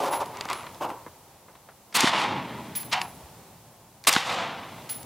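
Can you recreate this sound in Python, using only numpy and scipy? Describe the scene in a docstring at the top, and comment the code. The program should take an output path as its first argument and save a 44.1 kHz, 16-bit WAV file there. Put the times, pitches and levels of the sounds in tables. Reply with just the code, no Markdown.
"""Two suppressed rifle shots at an outdoor range, heard from beside the shooter.
Each is a fluttering hiss of gas (noise), the slam of the bolt (a crack and damped modes), the bullet's thud in
the bank (a low push) and an echo off the berms (fading noise) over a low roll. Brass cases ring in split modes
as they land. Gear clicks, earth and wood knock, cloth rustles, reports come from other lanes and wind rushes."""
import sys
import numpy as np
from scipy import signal
from scipy.fft import rfft, irfft, next_fast_len
from scipy.io import wavfile
from scipy.ndimage import map_coordinates

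SR = 44100
rng = np.random.default_rng(int(sys.argv[2]) if len(sys.argv) > 2 else 0)


def wav_record(signal):
    """Record a signal, one row per channel, as 16-bit PCM in the file named by sys.argv[1]."""
    frames = np.transpose(np.atleast_2d(signal))
    bounded = np.clip(frames, -1, 1)
    # unit amplitude maps onto the largest positive 16-bit level
    quanta = np.round(bounded * 32767).astype(np.int16)
    wavfile.write(sys.argv[1], SR, quanta)


N = 222761
TIME = np.arange(N) / SR  # s from the start of the scene
AGE = np.arange(SR // 2) / SR  # s from the start of one short sound


def amp(db):
    """Decibels to gain."""
    return 10 ** (np.asarray(db) / 20)


def unit(x):
    """Scale to rms 1."""
    return x / np.sqrt(np.mean(x ** 2) + 1e-20)


def along(points, hz):
    """Read (Hz, value) points on a log frequency axis."""
    f, v = np.transpose(points)
    return np.interp(np.log(hz + 1), np.log(f + 1), v)


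def filtered(x, response):
    """Multiply the spectrum of x by a response of frequency."""
    n = x.shape[-1]
    padded = next_fast_len(n + SR // 8)
    spectrum = rfft(x, padded) * response(np.fft.rfftfreq(padded, 1 / SR))
    return irfft(spectrum, padded)[..., :n]


def wobble(rate):
    """A smooth random curve with rate knots a second."""
    knots = rng.standard_normal(int(N * rate / SR) + 4)
    return map_coordinates(knots, [TIME * rate])


def noise(colour, size, tilt_db=0, grain_db=0):
    """Coloured noise of rms 1; grain makes it a crowd of unequal little impulses."""
    grain = np.clip(rng.standard_normal(size), -3, 3)
    x = rng.standard_normal(size) * amp(grain_db * grain)
    # the tilt approaches its dB per octave well above 700 Hz
    return unit(filtered(x, lambda hz: amp(along(colour, hz) + tilt_db * np.log2(1 + hz / 700))))


def swell(rise, hold, t60, age=AGE):
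    """An envelope that rises, holds and dies away by 60 dB in t60."""
    falling = np.maximum(age - rise - hold, 0)
    return np.clip(age / rise, 0, 1) ** 2 * amp(-60 * falling / t60)


def burst(colour, rise, hold, t60, tilt_db=0, split_hz=5000, treble_life=1):
    """A puff of noise whose treble, above the split, lasts treble_life times as long as its body."""
    x = noise(colour, len(AGE), tilt_db)
    body = filtered(x, lambda hz: 1 / (1 + (hz / split_hz) ** 4))
    treble = x - body
    return body * swell(rise, hold, t60) + treble * swell(rise, hold, t60 * treble_life)


def add(track, s, x):
    """Mix x into the track at s seconds, or at the start if s is negative."""
    part = track[max(round(s * SR), 0):][:len(x)]
    part += x[:len(part)]


def roll():
    """The low end of each shot builds up, then keeps rolling back from far ground, ever deeper."""
    # The low roll of the far ground. 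Each row: start in seconds, level in dB, t60 in seconds.
    roll_rows = [(-.45, -49, 2.6), (1.94, -38.5, 3.9), (4.05, -46.5, 7.8)]
    # Colour of the roll. Each row: frequency in Hz, relative level in dB.
    roll_colour = [(24, -53), (40, -48), (64, -17), (118, 0.5), (219, 1), (418, -6), (445, -10.5),
                   (500, -16.5), (650, -3), (1100, -120)]
    rise_s, hold_s = 0.34, 0.15
    sink_db_per_s = 9  # extra fall of the upper part
    out = np.zeros(N)
    for s, db, t60 in roll_rows:
        rumble = noise(roll_colour, N)
        deep = filtered(rumble, lambda hz: 1 / (1 + (hz / 200) ** 4))
        upper = rumble - deep
        build = np.clip((TIME - s) / rise_s, 0, 1)
        late = np.maximum(TIME - s - rise_s - hold_s, 0)
        out += build * amp(db - 60 * late / t60) * (deep + amp(-sink_db_per_s * late) * upper)
    lumps_db = 2.2 * wobble(18)
    return out * amp(lumps_db)


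def background_db():
    """Lift in dB by which wind and hiss swell and sink together, as each shot dies away."""
    # Swells of the background. Each entry: start in seconds.
    swell_starts = [-0.11, 2.3, 4.48]
    lift_db, rise_s, hold_s, fall_s = 5.5, 0.31, 0.56, 0.67
    corners = np.cumsum([0, rise_s, hold_s, fall_s])
    return lift_db * sum(np.interp(TIME - s, corners, [0, 1, 1, 0]) for s in swell_starts)


def air():
    """A distant rush of wind: noise whose level drifts."""
    # Colour of the wind. Each row: frequency in Hz, relative level in dB.
    wind_colour = [(20, -20), (60, -3.5), (120, 2.5), (280, -7), (450, -5), (700, -3.5), (920, -2.5),
                   (1200, -10.5), (1600, -15.5), (4000, -20), (16000, -38)]
    rest_db = -56
    swing = 1.32  # the wind swings wider than the hiss
    drift_db = 0.55 * wobble(13)
    return amp(rest_db + swing * background_db() + drift_db) * noise(wind_colour, N)


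def bounced(x, spread, share, count=8):
    """Weak copies off nearby surfaces ripple the spectrum of x; the power is kept."""
    delays = rng.uniform(spread / 10, spread, count)  # s
    comb = lambda hz: 1 + share * sum(np.exp(-2j * np.pi * hz * delay) for delay in delays)
    return filtered(x, comb) / np.sqrt(1 + count * share ** 2)


def echoes():
    """Each berm returns a swell of countless reflections; the treble fades first and a faint scatter lingers."""
    # Returns from the side berm, the target boards and the end berm. Each row: whose shot, arrival in seconds,
    # level in dB before the trim below, rise, hold and t60 in seconds, brightness in dB per octave.
    return_rows = [("far lane", -.01, -24.5, 0.0019, 0.065, 0.62, 0),
                   ("far lane", .114, -26, 0.013, 0.0085, 0.37, 2.5),
                   ("far lane", .197, -26.5, 0.0056, 0.016, 0.14, 0),
                   ("first shot", 1.935, -21, 0.056, 0.093, 0.25, 5.1),
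                   ("first shot", 2.13, -37.5, 0.067, .025, .25, 9.2),
                   ("first shot", 2.06, -23, 0.073, 0.076, 1.085, 0.51),
                   ("near lane", 2.93, -28, 0.013, 0.045, 0.29, -1),
                   ("second shot", 4.08, -24.5, 0.036, 0.058, 0.65, 7.3),
                   ("second shot", 4.22, -36.5, 0.044, 0.077, .4, 9.3),
                   ("second shot", 4.19, -28, .11, 0.11, 0.99, 1.2)]
    # Colour that each shot's echo takes on. Each row: frequency in Hz, relative level in dB.
    return_colours = { "far lane": [(59, -49), (100, -19), (178, -26), (262, -6), (294, -8), (441, -3),
                      (486, -10), (535, 2), (612, -3.5), (935, 3.5), (1570, -15.5), (3150, -20),
                      (10000, -30.5), (13000, -31), (22000, -120)], "first shot": [(59, -43), (100, -35),
                      (229, -6), (266, -24), (295, -6), (433, -16.5), (524, -6.5), (583, -9.5), (910, 1.5),
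                      (1520, -10.5), (2080, -8.5), (3620, -13), (10500, -38.5), (16000, -63)],
                      "near lane": [(120, -47.5), (200, -16), (316, -47), (391, -30), (552, -25),
                      (717, -2.5), (932, 0.5), (1210, -9), (1400, -12.5), (3030, -12), (3340, -27),
                      (4480, -20), (10000, -43), (13000, -75), (22000, -120)], "second shot": [(59, -46),
                      (100, -7), (163, -6.5), (415, -13.5), (513, 2), (583, -4.5), (784, 2), (1130, 0),
                      (1720, -9.5), (2040, -6), (2220, -8), (3620, -12), (7450, -29), (12700, -48),
                      (16000, -62)]}
    # Air and grass take the treble first. Each row: frequency in Hz, share of t60 as a ratio.
    life_shares = [(200, 0.85), (900, 1.15), (2500, 0.89), (5000, 0.55), (10000, 0.47)]
    # Scatter that each shot's returns leave. Each entry: level in dB relative to the return.
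    linger_levels = {"far lane": -12.5, "first shot": -13.5, "near lane": -31, "second shot": -10.5}
    # Colour of that scatter. Each row: frequency in Hz, added level in dB.
    linger_colour = [(200, 3), (900, -3.5), (2000, -1.5), (3700, -2.5), (4600, -5), (10000, -12)]
    linger_t60_s, trim_db = 2.42, -1.4
    out = np.zeros(N)
    for whose, s, db, rise, hold, t60, tilt_db in return_rows:
        grains = noise(return_colours[whose], 2 * SR, tilt_db, grain_db=5.5)
        crowd = bounced(grains, spread=.025, share=.13)
        hz, age, z = signal.stft(crowd, SR, nperseg=256)
        fading = swell(rise, hold, t60 * along(life_shares, hz)[:, None], age)
        scatter_gain = amp(linger_levels[whose] + along(linger_colour, hz))[:, None]
        scatter = scatter_gain * swell(rise, hold, linger_t60_s, age)
        _, returned = signal.istft(z * np.hypot(fading, scatter), SR)
        add(out, s, amp(db) * returned)
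    clumps_db = .9 * wobble(110)
    return out * amp(clumps_db + trim_db)


def cases():
    """A brass case scuffs the gravel and rings in two split modes, which beat as it tumbles."""
    # Cases landing. Each row: start in seconds, level in dB, low mode in Hz, high mode in Hz, high mode in dB
    # relative to the low, tumble (beat) in Hz, t60 in seconds, scuff in dB.
    case_rows = [(.02, -51, 11200, 15100, 0, 22, 0.82, -51),
                 (0.105, -33.5, 11009, 15251, -7, 7.8, 0.36, -63),
                 (0.532, -45, 10070, 15251, -20, 8.6, 0.38, -50),
                 (2.751, -30, 10980, 14900, 1.5, 23, 0.33, -37.5),
                 (3.009, -47.5, 11030, 14900, -7, 17, 0.57, -46),
                 (4.891, -30.5, 10770, 15079, -3.5, 20.3, 0.38, -39.5)]
    # Colour of the scuffed gravel. Each row: frequency in Hz, relative level in dB.
    gravel_colour = [(200, -35), (1000, -6), (1800, 0), (2100, 3), (2500, 2.5), (4500, 2), (8000, -5),
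                     (16000, -16)]
    tone = lambda hz: np.sin(2 * np.pi * hz * AGE)
    pair = lambda hz, beat: tone(hz) - 0.62 * tone(hz + beat)
    out = np.zeros(N)
    for s, db, low_hz, high_hz, high_db, tumble, t60, scuff_db in case_rows:
        ring = pair(low_hz, tumble) + amp(high_db) * pair(high_hz, tumble)
        scuff = noise(gravel_colour, len(AGE), grain_db=6) * swell(0.00089, 0.0043, 0.31)
        add(out, s, amp(db) * ring * swell(0.0052, 0.0028, t60))
        add(out, s, amp(scuff_db) * scuff)
    return out


def contacts(rows, colour, modes, hold, ring_db):
    """Short blows: a crack of noise, and the brief ring of a heavily damped body."""
    out = np.zeros(N)
    for s, db, t60, tilt_db in rows:
        ring = 0
        for hz, level, life in modes:
            # each blow strikes the modes a little differently
            fall = amp(level + rng.normal(0, 2) - 60 * AGE / life)
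            ring = ring + fall * np.sin(2 * np.pi * hz * rng.normal(1, .025) * AGE)
        crack = burst(colour, 0.00015, hold, t60, tilt_db)
        add(out, s, amp(db) * (amp(-6.0) * crack + amp(ring_db) * ring))
    return out


def knocks():
    """Earth and wood knock dully: a short crack over a few damped modes."""
    # Each row: start in seconds, level in dB before the crack and ring gains, t60 of the crack in seconds,
    # brightness of the crack in dB per octave.
    knock_rows = [(.111, -37, 0.012, -5), (.135, -21, 0.02, 0), (.4545, -26, 0.023, -5),
                  (.6665, -30.5, 0.045, 1), (.901, -32.5, 0.019, 0), (1.064, -31.5, 0.073, -10),
                  (1.483, -41.5, 0.12, -10), (1.5525, -43, 0.052, 2), (1.687, -40.5, 0.13, -2),
                  (2.0305, -34, 0.034, 19), (2.073, -15, 0.033, 8.5), (4.1630, -8, 0.019, 4.5)]
    # Colour of the crack. Each row: frequency in Hz, relative level in dB.
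    earth_colour = [(40, -55), (150, -6), (400, -3), (850, 1.5), (1400, 3.5), (2500, -9), (4200, -12.5),
                    (6000, -30), (16000, -68)]
    # Modes of the ring. Each row: mean frequency in Hz, mean relative level in dB, t60 in seconds.
    earth_modes = [(1012, -1, 0.046), (1290, -8, 0.0072), (2094, -7.5, 0.071)]
    return contacts(knock_rows, earth_colour, earth_modes, hold=0.0024, ring_db=-9.5)


def clicks():
    """Trigger, bolt, sling and gear click: a very short crack over damped steel modes."""
    # Each row: start in seconds, level in dB before the crack and ring gains, t60 of the crack in seconds,
    # brightness of the crack in dB per octave.
    click_rows = [(.2594, -34.5, .015, 7), (.371, -30.5, 0.0074, 1), (.410, -19, 0.017, -6.5),
                  (.4535, -28, 0.0079, 5), (.488, -24.5, .02, -10), (.501, -21, 0.0074, 2),
                  (.5305, -22.5, 0.017, 7), (.7463, -38, 0.024, 0), (1.9255, -37.5, 0.081, -7),
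                  (2.0062, -10.5, 0.027, 4.5), (2.831, -34, 0.042, -8), (3.0155, -17.5, 0.02, -1),
                  (4.0398, -30.5, 0.011, 5), (4.048, -35, 0.066, -5), (4.128, -10.5, .014, 4),
                  (4.137, -12.5, 0.032, -3), (4.152, -15, 0.021, -4), (4.8965, -32, .014, 0),
                  (5.0305, -34.5, .015, 12)]
    # Colour of the crack. Each row: frequency in Hz, relative level in dB.
    steel_colour = [(40, -40), (150, -33), (500, -12), (1100, -1.5), (1600, 2), (2400, 1.5), (4500, 2.5),
                    (7000, -1), (11000, -10), (16000, -27)]
    # Modes of the ring. Each row: mean frequency in Hz, mean relative level in dB, t60 in seconds.
    steel_modes = [(2270, -3, 0.029), (4240, 0, 0.0071), (4700, 6.5, 0.0069), (7050, 0, 0.0075)]
    return contacts(click_rows, steel_colour, steel_modes, hold=0.00032, ring_db=-13.0)


def rustle():
    """Cloth and webbing slip in small jerks: grainy noise with a quickly changing level."""
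    # Clothes and sling shift. Each row: start in seconds, level in dB, rise, hold and t60 in seconds.
    rustle_rows = [(.32, -44, .04, .11, 0.24), (0.476, -31, 0.023, 0.037, 0.077),
                   (0.533, -41.5, 0.028, 0.057, 0.49)]
    # Colour of the cloth. Each row: frequency in Hz, relative level in dB.
    cloth_colour = [(59, -53), (100, -38), (324, -5), (492, -13.5), (535, -8), (1160, 3.5), (1730, -12),
                    (2000, -4), (5840, -21), (8170, -26), (15000, -46)]
    moves = sum(amp(db) * swell(rise, hold, t60, TIME - s) for s, db, rise, hold, t60 in rustle_rows)
    jerks_db = 1.8 * wobble(220)
    return moves * amp(jerks_db) * noise(cloth_colour, N, grain_db=6)


def reports():
    """Shots in other lanes arrive as puffs of noise, smeared by the banks between."""
    # Reports from near, then far lanes. Each row: start in seconds, level in dB, rise, hold and t60 in seconds.
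    near_rows = [(2.909, -21.5, 0.02, 0.0033, 0.25)]
    far_rows = [(.802, -28, 0.012, 0.038, 0.22), (.888, -34, 0.002, 0.014, 0.36)]
    # Colours of near and far reports. Each row: frequency in Hz, relative level in dB.
    near_colour = [(120, -41), (200, -39), (448, -20), (883, -1), (1560, -8.5), (2380, -3), (3130, -4.5),
                   (4120, -6), (4680, -7), (6280, -12), (9750, -21), (14900, -33), (16000, -40)]
    far_colour = [(47, -48), (80, -20), (156, -23.5), (323, -11), (369, -12), (643, -9), (785, -8),
                  (917, -2.5), (1860, -28.5), (2900, -25.5), (3790, -33.5), (16000, -43.5)]
    out = np.zeros(N)
    for s, db, rise, hold, t60 in near_rows:
        add(out, s, amp(db) * burst(near_colour, rise, hold, t60, split_hz=4500, treble_life=0.22))
    for s, db, rise, hold, t60 in far_rows:
        add(out, s, amp(db) * burst(far_colour, rise, hold, t60, split_hz=3300, treble_life=0.28))
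    flutter_db = 0.95 * wobble(300)
    return out * amp(flutter_db)


def muzzle():
    """The suppressor lets the gas out as a short, fluttering jet, which the gravel nearby scatters back."""
    # Gas leaving the suppressor. Each row: start in seconds, level in dB, rise and hold in seconds,
    # brightness in dB per octave.
    shot_rows = [(1.9374, -18.5, 0.016, 0.019, -0.5), (4.0673, -14.5, 0.0051, 0.021, 0.4)]
    # Colour of the gas. Each row: frequency in Hz, relative level in dB.
    gas_colour = [(40, -28), (130, -10.5), (280, -6), (480, -9), (750, -1.5), (1120, 2.5), (1550, -4.5),
                  (2000, -0.5), (3000, -1.5), (4600, -2), (5800, -6.5), (9000, -5.5), (13000, -12),
                  (16000, -19)]
    out = np.zeros(N)
    for s, db, rise, hold, tilt_db in shot_rows:
        jet = burst(gas_colour, rise, hold, t60=0.068, tilt_db=tilt_db, split_hz=3800, treble_life=0.31)
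        scattered = burst(gas_colour, rise=0.013, hold=0.018, t60=0.24, tilt_db=2.0)
        add(out, s, amp(db) * jet)
        add(out, s + hold, amp(db - 20.5) * scattered)
    flutter_db = .9 * wobble(400)
    return out * amp(flutter_db)


def thuds():
    """Low thuds, each one push of about a cycle: bullets striking the bank, and one dull, deeper thump."""
    # Each row: centre in seconds, peak level in dB, frequency in Hz, half length in seconds.
    thud_rows = [(2.036, -20, 283, 0.0011), (2.0439, -10.5, 237, 0.0017), (2.074, -29, 168, 0.0032),
                 (3.25, -44.5, 63.7, 0.009), (4.1665, -15, 212, 0.0017)]
    out = np.zeros(N)
    middle = AGE.mean()
    t = AGE - middle
    for s, db, hz, length in thud_rows:
        shape = np.exp(-.5 * (t / length) ** 2)
        push = np.gradient(shape * np.sin(2 * np.pi * hz * t))  # pressure follows the change of speed
        add(out, s - middle, -amp(db) * push / push.max())
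    return out


def scene():
    """Everything reaches the two close microphone ports alike."""
    rifle = muzzle() + clicks() + cases()
    downrange = thuds() + knocks() + echoes() + roll()
    mid = rifle + downrange + reports() + rustle() + air()
    return np.array([mid, mid])


def record(dry):
    """Each channel has its own hiss; the deep bass is rolled off and the band is limited."""
    # Colour of the hiss. Each row: frequency in Hz, relative level in dB.
    hiss_colour = [(30, -17), (130, 0), (400, 1), (2000, -5), (6000, 1.5), (12000, 2), (15000, 0.5),
                   (16000, -1)]
    rest_db = -58
    bass_hz, top_hz = 30, 16300
    hiss = amp(rest_db + background_db()) * np.array([noise(hiss_colour, N), noise(hiss_colour, N)])
    # the last 700 Hz below the top fade smoothly to nothing
    band_limit = lambda hz: np.sin(np.pi / 2 * np.clip((top_hz - hz) / 700, 0, 1)) ** 2
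    bass_cut = lambda hz: 1j * hz / (1j * hz + bass_hz)
    return filtered(dry + hiss, lambda hz: band_limit(hz) * bass_cut(hz))


dry = scene()
out = record(dry)
wav_record(out)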